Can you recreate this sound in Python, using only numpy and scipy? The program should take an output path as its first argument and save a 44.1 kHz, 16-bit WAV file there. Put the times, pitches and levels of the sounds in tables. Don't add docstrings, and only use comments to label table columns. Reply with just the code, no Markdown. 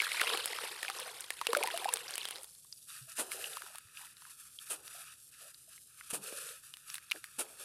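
import sys
import numpy as np
from scipy import signal
from scipy.fft import rfft, irfft, next_fast_len
from scipy.io import wavfile
from scipy.ndimage import uniform_filter1d

SR = 44100
rng = np.random.default_rng(int(sys.argv[2]) if len(sys.argv) > 2 else 0)


def inscribe(sig):
    pcm = np.round(np.clip(np.atleast_2d(sig).T, -1, 1) * 32767)
    wavfile.write(sys.argv[1], SR, pcm.astype(np.int16))


N = 336924
TIME = np.arange(N) / SR
CUTOFF_HZ = 16000
BED_EDGE_S, FALL_RELEASE_S = 0.0076, 0.039


def from_db(db):
    return 10 ** (np.asarray(db) / 20)


def rms_one(x):
    return x / np.sqrt(np.mean(x ** 2) + 1e-20)


def gains(rows):
    s, db = np.transpose(rows)
    outside = np.maximum(s[0] - TIME, 0) + np.maximum(TIME - s[-1], 0)
    fade = np.exp(-np.minimum(outside / 0.11, 20))
    return from_db(np.interp(TIME, s, db)) * fade


def held(s, length, attack, release):
    rise = np.clip((TIME - s) / attack, 0, 1)
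    return rise * np.exp(-np.clip((TIME - s - length) / release, 0, 30))


def add(out, s, sound):
    i = min(max(int(s * SR), 0), len(out))
    out[i:i + len(sound)] += sound[:len(out) - i]


def coloured(x, spectrum):
    hz, db = np.transpose(spectrum)
    size = next_fast_len(N)
    bins = np.maximum(np.arange(size // 2 + 1) * SR / size, 1)
    shape = from_db(np.interp(np.log(bins), np.log(hz), db, left=-90, right=-90))
    return rms_one(irfft(rfft(x, size) * shape, size)[:N])


def highpass(x, hz):
    return signal.sosfilt(signal.butter(4, hz, "high", fs=SR, output="sos"), x)


def drift(rate):
    knots = rng.standard_normal(4096)
    return rms_one(np.interp(TIME * rate, np.arange(len(knots)), knots))


def grains(per_s, spread_db):
    sizes = from_db(spread_db * np.minimum(rng.exponential(1, N), 5))
    sizes = sizes * np.sign(rng.standard_normal(N))
    return rms_one(sizes * (rng.random(N) < per_s / SR))


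def bubble(hz, t60, swell, rise):
    t = np.arange(int((t60 + 2 * swell) * SR) + 2) / SR
    ring = np.sin(2 * np.pi * hz * (t + rise * t * t / (2 * t60)))
    return ring * (1 - np.exp(-t / swell)) * from_db(-60 * t / t60)


def swarm(low_hz, high_hz, cycles, spread_db, rise, count):
    pitches = np.geomspace(low_hz, high_hz, 256)
    lives = rng.random(len(pitches))
    kinds = [bubble(hz, cycles * (.5 + life) / hz, .5 / hz, rise) for hz, life in zip(pitches, lives)]
    when, size, force = rng.random((count, 3)).T
    strengths = from_db(spread_db * np.minimum(-np.log(1 - force), 3.5))
    picks = (size * len(kinds)).astype(int)
    out = np.zeros(N)
    for s, kind, strength in zip((when * N / SR).tolist(), picks, strengths):
        add(out, s, strength * kinds[kind])
    return rms_one(out)


CRATER_HZ, CRATER_OCTAVES_PER_S, CRATER_TOP_HZ = 1510, 3.9, 5400
CRATER_Q, CRATER_DB, CRATER_FLOOD_S = 10, 1.5, 1


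def crater(x):
    out, state, size = np.zeros(N), np.zeros(2), 128
    for i in range(0, SR, size):
        hz = min(CRATER_HZ * 2 ** (CRATER_OCTAVES_PER_S * i / SR), CRATER_TOP_HZ)
        peak = signal.iirpeak(hz, CRATER_Q, fs=SR)
        out[i:i + size], state = signal.lfilter(*peak, x[i:i + size], zi=state)
    return from_db(CRATER_DB) * np.exp(-(TIME / CRATER_FLOOD_S) ** 2) * out


# (time [s], level [dB])
JET_FORCE = [(0.0, -39), (0.22, -37.5), (0.36, -41.5), (0.48, -45), (0.7, -44.5), (0.8, -49), (0.92, -47.5),
             (1.08, -46), (1.22, -54.5), (1.4, -53), (1.659, -44.5), (1.8, -46.5), (2.099, -48.5),
             (2.24, -49.5), (2.4, -55.5), (2.5, -72.5)]
# (time [s], level [dB])
DRAGGED_AIR = [(0.0, -58), (0.17, -58), (0.23, -47.5), (0.29, -48.5), (0.35, -42), (0.43, -54.5),
               (0.64, -53.5), (0.8, -57), (0.9, -62.5), (1.07, -48.5), (1.24, -68.5), (1.43, -67.5),
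               (1.55, -44.5), (1.65, -44.5), (1.73, -55), (1.95, -51), (2.26, -62), (2.41, -61), (2.5, -82)]
# (frequency [Hz], gain [dB])
GURGLE_COLOUR = [(120, -15), (280, -11.5), (400, -9.5), (500, -2), (620, -9.5), (780, -2), (1000, -4.5),
                 (1300, 0), (2500, -40)]
# (frequency [Hz], gain [dB])
SPLATTER_COLOUR = [(600, -2), (1100, -6.5), (1700, -1.5), (2050, -0.5), (2500, 2.5), (4100, 4.5),
                   (5200, -1), (6400, -17.5), (9000, -49.5)]
# (frequency [Hz], gain [dB])
HISS_COLOUR = [(1500, -41), (3000, -14.5), (4800, -10.5), (6500, -11), (8000, -5.5), (9300, -2.5),
               (10700, -3), (12000, -6.5), (13200, -13.5), (14500, -18.5), (15600, -42)]
SPRAY_DB, SPRAY_FOLLOWS, USUAL_JET_DB = -49, 0.69, -44.5
BEADS_START_S, BEADS_LENGTH_S, BEADS_DB = 2.07, 0.24, -51


def stream():
    gurgle, splatter = gains(DRAGGED_AIR), gains(JET_FORCE)
    spray = from_db(SPRAY_DB) * (splatter / from_db(USUAL_JET_DB)) ** SPRAY_FOLLOWS
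    surge = from_db(2.1 * drift(140))
    wash = grains(9000, spread_db=2)
    large = swarm(338, 1148, cycles=31, spread_db=-2.0, rise=0.15, count=2000)
    large = coloured(large + from_db(-3) * wash, GURGLE_COLOUR)
    small = swarm(964, 6050, cycles=29, spread_db=2.0, rise=0.22, count=7500)
    small = coloured(small + from_db(-4) * wash, SPLATTER_COLOUR)
    small = small + crater(small)
    mist = swarm(4470, 20000, cycles=130, spread_db=2.0, rise=0.042, count=8000)
    mist = coloured(mist + from_db(3.0) * grains(21000, spread_db=5.5), HISS_COLOUR)
    beads = swarm(2400, 6300, cycles=30, spread_db=3.0, rise=0.16, count=1100)
    beads = held(BEADS_START_S, BEADS_LENGTH_S, BED_EDGE_S, FALL_RELEASE_S) * beads
    jet = gurgle * large + from_db(-1.3) * splatter * small + spray * mist
    return surge * jet + from_db(BEADS_DB) * beads


# (frequency [Hz], gain [dB])
ROOM_COLOUR = [(20, -18.5), (45, -13), (70, -2.5), (100, -6.5), (140, 0.5), (200, -11.5), (300, -13.5),
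               (500, -15.5), (900, -25.5), (3000, -47.5)]
ROOM_DB = -77


def room_tone():
    return from_db(ROOM_DB) * coloured(rng.standard_normal(N), ROOM_COLOUR)


def basin(x, wall_db, ring_t60):
    t = np.arange(1536) / SR
    echoes = rng.standard_normal(len(t)) * from_db(-60 * t / ring_t60) * (t > .0003)
    direct = t == 0
    path = from_db(wall_db) * echoes / np.linalg.norm(echoes) + direct
    return signal.fftconvolve(x, path)


# (time [s], pitch [Hz], plip level [dB], tick level [dB])
IMPACTS = [(0.002, 2290, -7, -47), (0.02, 2100, -18.5, -22), (0.068, 1440, -16, -64),
           (0.118, 2230, -13.5, -36), (0.197, 1950, -14.5, -34), (0.212, 2500, -18, -20),
           (0.215, 1540, -7, -21.5), (0.239, 900, -15.5, -38), (0.301, 1230, -15, -57),
           (0.374, 2800, -19, -23.5), (0.458, 3920, -26, -14.5), (0.532, 1960, -19.5, -38),
           (0.587, 1140, -18, -37), (0.83, 1860, -19.5, -23), (0.849, 1740, -18.5, -44),
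           (0.882, 2350, -15, -43), (0.888, 2140, -29, -31), (0.9, 1100, -16.5, -25.5),
           (0.987, 5500, -20, -55), (1.0, 4250, -32, -24.5), (1.207, 1610, -55, -22),
           (1.242, 3680, -28, -42), (1.305, 1850, -17, -21), (1.414, 1070, -16, -27.5),
           (1.469, 2580, -11, -17.5), (1.532, 1120, -11.5, -19), (1.55, 1380, -7, -28),
           (1.571, 2100, -21, -16), (1.628, 2350, -15, -34), (1.636, 2320, -19, -16.5),
           (1.674, 1850, -19.5, -22), (1.686, 1900, -22, -42), (1.703, 1620, -20, -38),
           (1.776, 2740, -21.5, -20.5), (1.845, 1580, -22, -25.5), (1.89, 2710, -18, -28),
           (1.938, 5700, -33, -8.5), (1.959, 4400, -20, -31), (1.971, 3150, -22.5, -27),
           (2.081, 4720, -23, -54), (2.108, 2980, -33, -25), (2.139, 4630, -17.5, -54),
           (2.156, 4270, -46, -21), (2.18, 2440, -24, -19), (2.215, 2980, -23.5, -58),
           (2.254, 3140, -19, -25.5), (2.287, 3350, -30, -26), (2.309, 5370, -29, -23),
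           (2.358, 3360, -26.5, -35), (2.364, 4150, -30, -40), (2.383, 4800, -29, -46),
           (2.433, 5450, -57, -28.5), (2.444, 3270, -46, -31), (2.648, 1200, -44, -59),
           (2.726, 4820, -20.5, -70), (3.318, 2150, -23, -24.5), (3.442, 2830, -19.5, -46),
           (3.458, 3030, -26, -52), (3.533, 3450, -28, -51), (3.57, 1180, -21.5, -32),
           (3.62, 1390, -27, -34), (3.664, 1230, -28, -46), (3.749, 970, -29.5, -50),
           (3.757, 1300, -32.5, -30), (3.784, 1370, -37.5, -28), (3.972, 2680, -28, -46),
           (4.049, 3100, -36.5, -43), (4.169, 3830, -38, -49), (4.221, 1260, -33, -47),
           (4.252, 1350, -32.5, -64), (4.588, 3400, -23.5, -79), (4.879, 5400, -29.5, -35),
           (5.545, 4270, -31, -66.5), (5.779, 2120, -40.5, -47), (6.01, 1580, -24.5, -66),
           (6.49, 3400, -33, -36), (6.739, 2940, -26.5, -39), (6.77, 5700, -34.5, -36),
           (6.901, 5640, -23.5, -36), (6.943, 2670, -32.5, -21.5), (6.955, 3620, -28, -28.5),
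           (6.982, 1790, -27, -35), (7.101, 3800, -31, -62), (7.113, 2460, -19, -24.5),
           (7.118, 2510, -9, -26), (7.16, 1490, -30, -47), (7.242, 1820, -26.5, -30)]
DROP_LOW_HZ, CRUMB_LOW_HZ = 366, 1100


def drops():
    plips, slaps, ticks = np.zeros((3, N))
    chances = rng.standard_normal((len(IMPACTS), 2))
    for (s, hz, plip_db, tick_db), (life, tone) in zip(IMPACTS, chances):
        plip_t60 = 0.0052 * min(1, 3000 / hz) * np.exp(0.073 * life)
        plip = bubble(hz, plip_t60, swell=0.000164, rise=0.026)
        plip = highpass(basin(plip, wall_db=-2.5, ring_t60=0.015), hz=0.83 * hz)
        add(plips, s, from_db(plip_db - 2.5) * plip)

        low_hz = DROP_LOW_HZ if s < FOAM_START_S else CRUMB_LOW_HZ
        slap = bubble(3800, t60=0.0005, swell=.00003, rise=0)
        slap = highpass(basin(slap, wall_db=-15, ring_t60=0.072), hz=low_hz)
        add(slaps, s, from_db((plip_db + tick_db) / 2 + 12.0) * slap)

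        tick = bubble(9300 * np.exp(0.028 * tone), t60=0.0011, swell=.00003, rise=0)
        add(ticks, s, from_db(tick_db + 5.5) * basin(tick, wall_db=-3.5, ring_t60=0.016))
    return plips + slaps + highpass(ticks, hz=2940)


# (time [s], pitch [Hz], level [dB], ring t60 [s])
AIR_POCKETS = [(0.637, 510, -27, 0.016), (.885, 771, -33, 0.1), (1.417, 994, -26, 0.026),
               (1.487, 459, -21.5, 0.12), (1.533, 480, -16.5, 0.017), (1.566, 574, -14.5, 0.038),
               (1.578, 573, -29.5, 0.15), (1.637, 762, -22, 0.056), (1.642, 860, -17, 0.023),
               (1.672, 980, -25, 0.038), (1.683, 934, -24.5, 0.036), (1.738, 664, -23, 0.081),
               (1.822, 745, -30.5, .06), (1.856, 774, -14, 0.026), (1.884, 945, -18, 0.036),
               (1.943, 456, -35, 0.056), (2.385, 530, -42.5, 0.065), (3.074, 645, -53.5, 0.11),
               (3.635, 387, -48, 0.047), (5.677, 636, -54, 0.055), (6.325, 456, -27, 0.0076),
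               (7.152, 524, -34, 0.0092)]
GULP_SWELL_SHARE, GULP_RISE = 0.052, .11


def gulps():
    out = np.zeros(N)
    for s, hz, db, t60 in AIR_POCKETS:
        add(out, s, from_db(db - 2.5) * bubble(hz, t60, GULP_SWELL_SHARE * t60, GULP_RISE))
    return highpass(out, hz=207.5)


# (time [s], length [s], level [dB])
PINCHES = [(2.869, 0.11, -54), (3.07, 0.031, -50.5), (3.159, 0.019, -40), (4.374, 0.027, -60.5),
           (4.443, 0.022, -61), (4.586, 0.17, -59), (5.68, 0.049, -60), (5.864, 0.024, -67),
           (5.956, 0.1, -61.5), (6.06, 0.075, -61), (6.85, 0.096, -54.5)]
# (time [s], swell [s], length [s], patter level [dB],
#  bubble cloud pitch [Hz], its spread [log pitch], cloud level [dB]); the cloud plays in plunges()
HANDFULS = [(3.28, 0.059, 0.26, -51, 538, 0.233, -52.5), (3.582, 0.02, 0.15, -60, 743, 0.21, -62),
            (3.925, 0.066, 0.13, -57.5, 900, 0.1, -58.5), (4.189, 0.073, 0.12, -60, 1010, 0.078, -64.5),
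            (4.793, 0.15, 0.23, -54.5, 653, 0.059, -60), (5.365, 0.036, 0.11, -60, 566, 0.12, -62.5),
            (6.139, 0.0092, 0.069, -76, 225, 0.32, -54.5), (6.218, 0.016, 0.3, -51, 472, 0.11, -55),
            (7.118, 0.02, 0.049, -58.5, 486, 0.32, -53), (7.558, 0.039, 0.16, -53, 584, 0.28, -59)]
FALL_ATTACK_S = 0.043


def sandfall():
    out = np.zeros(N)
    for s, length, db in PINCHES:
        out += from_db(db) * held(s, length, FALL_ATTACK_S, FALL_RELEASE_S)
    for s, swell, length, db, *_ in HANDFULS:
        out += from_db(db) * held(s, length, swell, FALL_RELEASE_S)
    return uniform_filter1d(out, size=1024)


COMB_S, COMB_DB, COMB_WANDER, COMB_MOVES_PER_S = 0.000937, -10, 0.058, 4


def shifting(x):
    lag = COMB_S * np.exp(COMB_WANDER * drift(COMB_MOVES_PER_S))
    delayed = np.interp(TIME - lag, TIME, x)
    return rms_one(x - from_db(COMB_DB) * delayed)


# (time [s], level [dB])
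SIFTING = [(2.87, -67.5), (3.55, -60), (3.75, -60.5), (4.15, -62.5), (4.55, -81), (5.1, -59.5), (5.27, -81),
           (5.34, -61.5), (5.78, -80), (5.86, -88), (5.9, -69.5), (6.7, -67), (7.05, -62), (7.64, -66.5)]
# (frequency [Hz], gain [dB])
PATTER_COLOUR = [(720, -26), (980, -8), (1130, 2), (1280, 9.5), (1500, 3), (1720, 5), (2080, -6), (2550, 5),
                 (3200, 0.5), (4600, -4), (6000, -7), (9000, -16)]
FOAM_START_S, FOAM_HISS_DB, FOAM_PATTER_DB = 2.4, -59, -81.5
SIFT_START_S, SIFT_HISS_DB, SIFT_WAVER_DB, SIFT_WAVERS_PER_S = 3.2, -59.5, 1, 12
HISS_OVER_PATTER_DB = 4


def grit():
    foam = held(FOAM_START_S, SIFT_START_S - FOAM_START_S - BED_EDGE_S, BED_EDGE_S, BED_EDGE_S)
    waver = from_db(SIFT_WAVER_DB * drift(SIFT_WAVERS_PER_S))
    sift = held(SIFT_START_S, N / SR, BED_EDGE_S, BED_EDGE_S) * waver
    falling = sandfall()
    steady_patter = from_db(FOAM_PATTER_DB) * foam + gains(SIFTING) * sift
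    steady_hiss = from_db(FOAM_HISS_DB) * foam + from_db(SIFT_HISS_DB) * sift
    patter = np.hypot(falling, steady_patter)
    hiss = np.hypot(from_db(HISS_OVER_PATTER_DB) * falling, steady_hiss)
    trickle = from_db(1.9 * drift(55))
    crumbs = swarm(1700, 6650, cycles=11.5, spread_db=0.5, rise=0.076, count=600)
    coarse = coloured(grains(10000, spread_db=2.5), PATTER_COLOUR) + from_db(-8) * crumbs
    pops = swarm(3600, 16400, cycles=15, spread_db=-4.5, rise=0.077, count=900)
    fine = coloured(grains(20000, spread_db=4.0) + from_db(-10.5) * foam * pops, HISS_COLOUR)
    return trickle * (from_db(-0.95) * patter * shifting(coarse) + hiss * shifting(fine))


# (time [s], pitch [Hz], level [dB], ring t60 [s])
THUDS = [(3.012, 130, -41.5, 0.12), (3.85, 100, -44, 0.059), (6.13, 219, -16, 0.016),
         (7.383, 262, -33, 0.059)]


def bumps():
    out = np.zeros(N)
    for s, hz, db, t60 in THUDS:
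        add(out, s, from_db(db) * bubble(hz, t60, swell=0.015, rise=0))
    return out


# (time of the height [s], fall [s], crackle level [dB], body level [dB])
COLLAPSES = [(3.195, 0.03, -34.5, -39), (4.708, 0.026, -36, -51.5), (4.735, 0.022, -45.5, -55.5),
             (6.105, 0.016, -39.5, -56), (6.141, 0.029, -35, -46), (7.396, 0.027, -33, -43.5)]
# (frequency [Hz], gain [dB])
CRACKLE_COLOUR = [(700, -79), (1200, 9), (1700, 4), (2080, -2), (2550, 8.5), (3500, 2.5), (6000, 0),
                  (8000, 8.5), (9200, 14), (11000, 8.5), (13000, -1), (15500, -7)]
# (frequency [Hz], gain [dB])
BODY_COLOUR = [(90, -22), (160, -21.5), (230, -2.5), (420, 7), (750, 4), (1000, 0.5), (1600, -4)]
CRUNCH_BUILD_SHARE = 0.32


def crunches():
    crackle, body = np.zeros(N), np.zeros(N)
    t = np.arange(-SR // 8, SR // 2) / SR
    for s, fall, crackle_db, body_db in COLLAPSES:
        width = np.where(t < 0, CRUNCH_BUILD_SHARE * fall, fall)
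        avalanche = np.exp(-np.minimum((t / width) ** 2, 20))
        settling = from_db(-13.0) * (t > 0) * np.exp(-np.abs(t) / 0.12)
        add(crackle, s + t[0], from_db(crackle_db) * avalanche)
        add(body, s + t[0], from_db(body_db) * np.maximum(avalanche, settling))
    crackle = crackle * coloured(grains(15000, spread_db=3.5), CRACKLE_COLOUR)
    return crackle + body * coloured(grains(2500, spread_db=1.5), BODY_COLOUR)


RUBBLE_DELAY_S, RUBBLE_LENGTH_S, RUBBLE_HZ, RUBBLE_SPREAD, RUBBLE_DB = 0.022, 0.1, 578, 0.334, -17.5
CLOUD_BUBBLES_PER_S = 550
CLOUD_SHARE = 1.2


def plunges():
    out = np.zeros(N)
    sinking = []
    for s, swell, length, _, hz, spread, db in HANDFULS:
        sinking.append((s + swell, CLOUD_SHARE * max(length - swell, .01), hz, spread, db))
    for s, _, _, body_db in COLLAPSES:
        rubble_db = body_db + RUBBLE_DB
        sinking.append((s + RUBBLE_DELAY_S, RUBBLE_LENGTH_S, RUBBLE_HZ, RUBBLE_SPREAD, rubble_db))
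    chances = rng.random((len(sinking), 300, 3))
    for (s, length, hz, spread, db), chance in zip(sinking, chances):
        cloud = np.zeros(SR)
        for age, size, strength in chance[:int(CLOUD_BUBBLES_PER_S * length)]:
            pitch = hz * np.exp(1.64 * spread * (2 * size - 1) + 0.12 * age)
            ring = bubble(pitch, 26 / pitch, 1.6 / pitch, rise=0.094)
            add(cloud, age * length, np.sign(strength - .5) * np.sqrt(1 - age) * ring)
        add(out, s, from_db(db - 4.5) * rms_one(cloud) * np.sqrt(length))
    return out


def scene():
    water = stream() + gulps() + drops()
    sand = grit() + crunches() + plunges() + bumps()
    return (water + sand + room_tone())[None]


def record(dry):
    return signal.sosfilt(signal.ellip(10, .2, 80, CUTOFF_HZ, fs=SR, output="sos"), dry)


dry = scene()
out = record(dry)
inscribe(out)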